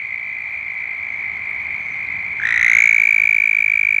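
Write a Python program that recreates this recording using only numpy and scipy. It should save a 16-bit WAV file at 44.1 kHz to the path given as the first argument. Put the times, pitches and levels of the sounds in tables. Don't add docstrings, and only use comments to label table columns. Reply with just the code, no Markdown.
import sys
import numpy as np
from scipy import signal
from scipy.fft import rfft, irfft, next_fast_len
from scipy.io import wavfile
from scipy.ndimage import uniform_filter1d, map_coordinates

SR = 44100
rng = np.random.default_rng(int(sys.argv[2]) if len(sys.argv) > 2 else 0)


def dump_mix(stems):
    frames = np.atleast_2d(stems).T
    limited = np.clip(frames, -1, 1)
    pcm = np.round(limited * 32767).astype(np.int16)
    wavfile.write(sys.argv[1], SR, pcm)


N = 176400


def amp(db):
    return 10 ** (np.asarray(db) / 20)


def unit(x):
    return x / np.sqrt(np.mean(x ** 2) + 1e-20)


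def clock():
    return np.arange(N) / SR


def curves(rows, t):
    times, *columns = np.transpose(rows)
    return [np.interp(t, times, column) for column in columns]


def along(points, hz):
    f, values = np.transpose(points)
    return np.interp(np.log(hz + 1), np.log(f + 1), values)


def wobble(rate):
    return map_coordinates(rng.standard_normal(int(N * rate / SR) + 4), [clock() * rate])


def coloured(x, points):
    m = 2 * next_fast_len(N)
    gain = amp(along(points, np.fft.rfftfreq(m, 1 / SR)))
    cepstrum = irfft(np.log(gain), m)
    cepstrum[1:m // 2] *= 2
    cepstrum[m // 2 + 1:] = 0
    return irfft(rfft(x, m) * np.exp(rfft(cepstrum)), m)[:N]


def noise(points):
    return unit(coloured(rng.standard_normal(N), points))


def pulse_clock(rate, start):
    turns = np.cumsum(rate) / SR
    turns = turns - np.interp(start, clock(), turns)
    return np.floor(np.maximum(turns, 0)).astype(int), turns % 1 / rate


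def swell(u, crest):
    u, crest = np.clip(u, 0, 1), np.clip(crest, .05, .95)
    return np.abs(np.sin(np.pi * u / (u + crest / (1 - crest) * (1 - u))))


def bank_echo(x):
    decay_times = [(200, .3), (2200, 1), (10000, .2)]
    hz, t, spectra = signal.stft(rng.standard_normal(SR // 2), SR, nperseg=256)
    decay = amp(-60 * t / along(decay_times, hz)[:, None])
    tail = signal.istft(spectra * decay, SR, nperseg=256)[1]
    return signal.fftconvolve(x, tail / np.linalg.norm(tail))[:N]


def air(toads, hiss_depth=0.75):
    # f/Hz, relative level/dB
    rush_spectrum = [(25, -51.5), (110, -16.5), (220, -15), (400, -6.5), (510, -12), (700, -0.5),
                     (850, -0.5), (1100, 0), (1450, -3), (1900, 5), (2700, -14), (3500, -17), (6000, -34.5),
                     (12000, -55)]
    rumble_spectrum = [(15, -62), (28, -28), (40, -12.5), (70, 1.5), (100, -0.5), (150, -2.5), (250, -8),
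                       (330, -14), (420, -14.5), (520, -27), (3000, -66.5)]
    hiss_spectrum = [(300, -20), (2000, -7), (2750, -1.5), (3050, 5), (3700, -7.5), (4450, -1),
                     (4950, -16.5), (5700, -17.5), (6300, -10.5), (7000, -15.5), (7700, -26), (8700, -14.5),
                     (9400, -28.5), (11700, -22), (13000, -31), (15500, -30.5)]
    air_levels = [(0, -47, -53.5), (.6, -44.5, -54.5), (1.05, -43.5, -51.5), (1.27, -41.5, -49.5),
                  (1.5, -42, -49.5), (2.3, -41.5, -46), (2.75, -38.5, -44), (3.3, -39, -44.5),
                  (4, -47, -44)]
    hiss_levels = [(0, -56), (1.2, -56.5), (2.3, -55), (3, -63), (4, -56.5)]  # t/s, level/dB
    rush_db, rumble_db = curves(air_levels, clock())
    envelope = unit(np.abs(signal.hilbert(toads)))
    pulsing = unit(1 - hiss_depth + hiss_depth * envelope)
    rush = noise(rush_spectrum) * amp(rush_db + 0.29 * wobble(rate=5.7))
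    rumble = noise(rumble_spectrum) * amp(rumble_db + 0.82 * wobble(rate=8))
    hiss = noise(hiss_spectrum) * pulsing * amp(curves(hiss_levels, clock())[0])
    return rush + rumble + hiss


def chorus():
    spectrum = [(500, -85), (1300, -61.5), (1700, -25.5), (1950, -10), (2060, 4), (2330, -2.5),
                (2480, -4.5), (2600, -18.5), (2750, -39.5), (3300, -58.5), (6000, -89.5)]
    levels = [(0, -33), (2.6, -30), (3.1, -28.5), (4, -34.5)]  # t/s, level/dB
    return noise(spectrum) * amp(curves(levels, clock())[0] + 0.42 * wobble(rate=4.0))


def bird():
    whistles = [(1.05, 0.21, 6370, 5980, -65.5), (1.744, 0.32, 6340, 5560, -64.5)]
    t, out = clock(), np.zeros(N)
    for start, length, high_hz, low_hz, db in whistles:
        u = np.clip((t - start) / length, 0, 1)
        hz = high_hz + (low_hz - high_hz) * u ** 2 + 110 * wobble(rate=400)
        envelope = amp(db + 3 * wobble(rate=70)) * swell(u, 0.44) ** .5
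        out += envelope * np.sin(2 * np.pi * np.cumsum(hz) / SR)
    return out


def ticks():
    events = [(0.407, 8450, .015, -56), (0.505, 11670, 0.023, -57), (0.737, 7400, 0.019, -54),
              (0.81, 5200, .02, -52.5), (1.453, 6800, 0.0115, -54), (1.503, 8660, 0.017, -56),
              (2.071, 3900, 0.013, -38), (2.23, 970, 0.024, -33)]
    t, out = clock(), np.zeros(N)
    for start, hz, t60, db in events:
        age = np.maximum(t - start, 0)
        envelope = amp(db - 60 * age / t60) * (1 - np.exp(-age / 0.00067))
        out += envelope * noise([(hz / 2, -45), (hz, 0), (hz * 2, -45)])
    return out


def far_toad(start, end, pitch, rate, slowing, db):
    glide_hz, glide_s = 287, 0.1
    pulse_s, sag_hz, overtone_db, echo_db = 0.01, 132, -44, -10
    t = clock()
    since = np.maximum(t - start, 0)
    index, age = pulse_clock((rate - slowing * t) * (1 + .003 * wobble(rate=6)), 0)
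    u = age / pulse_s
    hz = pitch * (1 + 0.012 * wobble(rate=17)) - glide_hz * np.exp(-since / glide_s)
    onset_phase = rng.normal(0, 1.1, index.max() + 1)[index]
    phase = 2 * np.pi * age * (hz + sag_hz * (1 - u) / 2) + onset_phase
    harmonics = amp(overtone_db) * (np.sin(2 * phase) + np.sin(3 * phase))
    trill = swell(u, .4) * (np.sin(phase) + harmonics)
    trill = np.roll(trill, rng.integers(SR // 50))
    band = signal.butter(2, [1700, 2750], 'bandpass', fs=SR, output='sos')
    trill = unit(signal.sosfilt(band, trill))
    fade = (1 - np.exp(-since / 0.23)) * np.clip((end - t) / 0.24, 0, 1)
    return amp(db) * fade * unit(trill + amp(echo_db) * unit(bank_echo(trill)))


def sac_ring(age, scatter_db, t60=0.04):
    resonance = [(2.5, 9900, -75), (2.58, 9650, -43.5), (2.75, 9650, -44), (3.1, 9420, -66), (4, 9800, -57)]  # t/s, f/Hz, level/dB relative to the pulse
    hz, db = curves(resonance, clock() - age)
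    envelope = amp(db + scatter_db - 60 * age / t60) * (1 - np.exp(-age / 0.0018))
    return envelope * np.sin(2 * np.pi * hz * age)


def membrane_snap(age, delay_s=0.001167, puff_s=.005):
    response = [(300, -31), (720, -30.5), (950, -1), (1200, -6), (1450, 8), (2300, 5.5), (2800, -4),
                (3250, -1), (4200, -32), (6500, -12.5), (8500, -28.5), (11500, -34.5), (14000, -62)]
    opened = np.clip((age - delay_s) * SR, 0, 1)
    click = np.diff(opened, prepend=0).clip(0)
    puff = rng.standard_normal(N) * np.exp(-age / puff_s)
    return coloured(amp(-0.5) * click + amp(-27) * puff, response)


def membrane_tone(phase, u, crest, rough, flap_scatter_db, flap_stretch):
    radiation = [(400, -26), (1100, -8.5), (1400, 1), (1800, 2.5), (2100, -4), (2400, 3.5), (2600, 1),
                 (2850, -8.5), (3200, 2.5), (3600, -13), (5000, 0.5)]
    flap_db = -23 + 19 * np.minimum(rough, .3) + flap_scatter_db
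    flap_length = 0.19 * np.exp(.08 * flap_stretch)
    flap = amp(flap_db) * swell((u - 1) / flap_length, 0.75)
    envelope = swell(u, crest) ** 0.75 - flap
    tone = envelope * np.sin(phase) * (1 + .6 * rough * wobble(rate=600))
    return coloured(tone, radiation)


def near_toad(start_s=2.3988, pulse_s=0.0083, steady_s=.27, droop_hz=220):
    pulse_rate = [(2.4, 55.27), (2.52, 56.72), (2.62, 58.16), (2.8, 56.68), (3.0, 55.79), (3.2, 54.33),
                  (3.4, 54.69), (3.6, 53.28), (4.0, 52.65)]
    effort = [(2.4, -20.5), (2.44, -10), (2.46, -5), (2.6, -3.5), (2.7, 0.5), (2.8, 3), (3.0, 3), (3.3, 4),
              (4, 0.5)]
    voice = [(2.4, 1665, 277, 0.11), (2.47, 2050, 340, 0.08), (2.62, 2180, 370, 0.18),
             (2.8, 2319, 256, 0.33), (3.1, 2362, 132.6, 0.45), (4, 2368, 107.3, 0.46)]
    brightness = [(2.4, -36.5, -46.5), (2.55, -38, -51.5), (2.8, -34, -49.5), (3.1, -29.5, -62),
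                  (4, -32.5, -63.5)]
    rasp_spectrum = [(1000, -16), (2300, 4), (2850, 14), (3600, -3), (7600, -1), (8500, -6.5), (12000, -1),
                     (13200, -13), (15500, -5)]
    throat = [(2500, -6.5), (3200, 10), (3850, 13), (4050, 5), (4300, -11.5), (4620, -5.5), (4900, -19),
              (5500, -7.5), (6250, 9.5), (6700, -5.5), (7050, -14.5), (7500, -1), (8500, -21), (9400, -23),
              (10100, -29.5), (10800, -11.5), (11500, -5), (12100, -19), (12500, -19.5), (13300, -25),
              (15500, -33.5)]
    t = clock()
    index, age = pulse_clock(curves(pulse_rate, t)[0], start_s)
    onset, u = t - age, age / pulse_s
    pitch, sag_hz, crest = curves(voice, onset)
    rough = .65 * np.exp(-np.maximum(t - start_s, 0) / steady_s)
    scatter = rng.standard_normal((index.max() + 1, 6))[index].T
    jitter, flap_scatter_db, shimmer, ring_scatter, flap_stretch, phase_scatter = scatter

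    closing = np.minimum(u, 1.05)
    hz = pitch * (1 + .015 * rough * jitter) - sag_hz * closing - droop_hz * closing ** 6
    cycles = np.cumsum(hz) / SR
    phase = 2 * np.pi * (cycles - np.interp(onset, t, cycles))
    phase += .5 * phase_scatter + .4 * rough * wobble(rate=500)
    tone = membrane_tone(phase, u, crest, rough, flap_scatter_db, flap_stretch)

    overtone_db, rasp_db = curves(brightness, t)
    overtones = sum(np.sin(k * (phase + .05 * wobble(rate=2000))) for k in range(2, 6))
    overtones *= swell(u, 0.2) ** 0.41 * amp(overtone_db)
    rasp = noise(rasp_spectrum) * swell(u, 0.34) ** 1.4 * amp(rasp_db)
    snap = membrane_snap(age)
    ring = sac_ring(age, scatter_db=2.7 * ring_scatter)
    level = amp(curves(effort, onset)[0] + (.12 + rough / 2) * shimmer) * (t >= start_s)
    return level * (tone + ring + snap + rasp) + coloured(level * overtones, throat)


def scene():
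    # start t/s, end t/s, f/Hz, pulse rate/Hz at t = 0, slowing/(Hz/s), level/dB
    neighbours = [(-1.4, 2.9, 2100, 54.3, 2.1, -30.5), (-1, 3.2, 2310, 58, 1.2, -30.5),
                  (1.15, 2.8, 2210, 72, 5, -32), (-1.6, 5, 2200, 52, 1, -40)]
    toad = near_toad()
    toad_echo = amp(-51) * bank_echo(toad)
    others = sum(far_toad(*row) for row in neighbours)
    background = chorus() + air(others) + bird() + ticks() + others
    return (background + toad_echo + toad)[None]


def record(dry, threshold_db=-15.0, settle_s=0.17, ceiling=0.75, hardness=5.0, top_hz=15900):
    power = np.abs(uniform_filter1d(dry ** 2, SR // 18))
    excess_db = np.maximum(10 * np.log10(power + 1e-12) - threshold_db, 0)
    pole = np.exp(-1 / (settle_s * SR))
    x = dry * amp(-signal.lfilter([1 - pole], [1, -pole], excess_db))
    x = x / (1 + np.abs(x / ceiling) ** hardness) ** (1 / hardness)
    m = next_fast_len(N + SR // 2)
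    passband = np.fft.rfftfreq(m, 1 / SR) < top_hz
    return irfft(rfft(x, m) * passband, m)[..., :N]


dry = scene()
out = record(dry)
dump_mix(out)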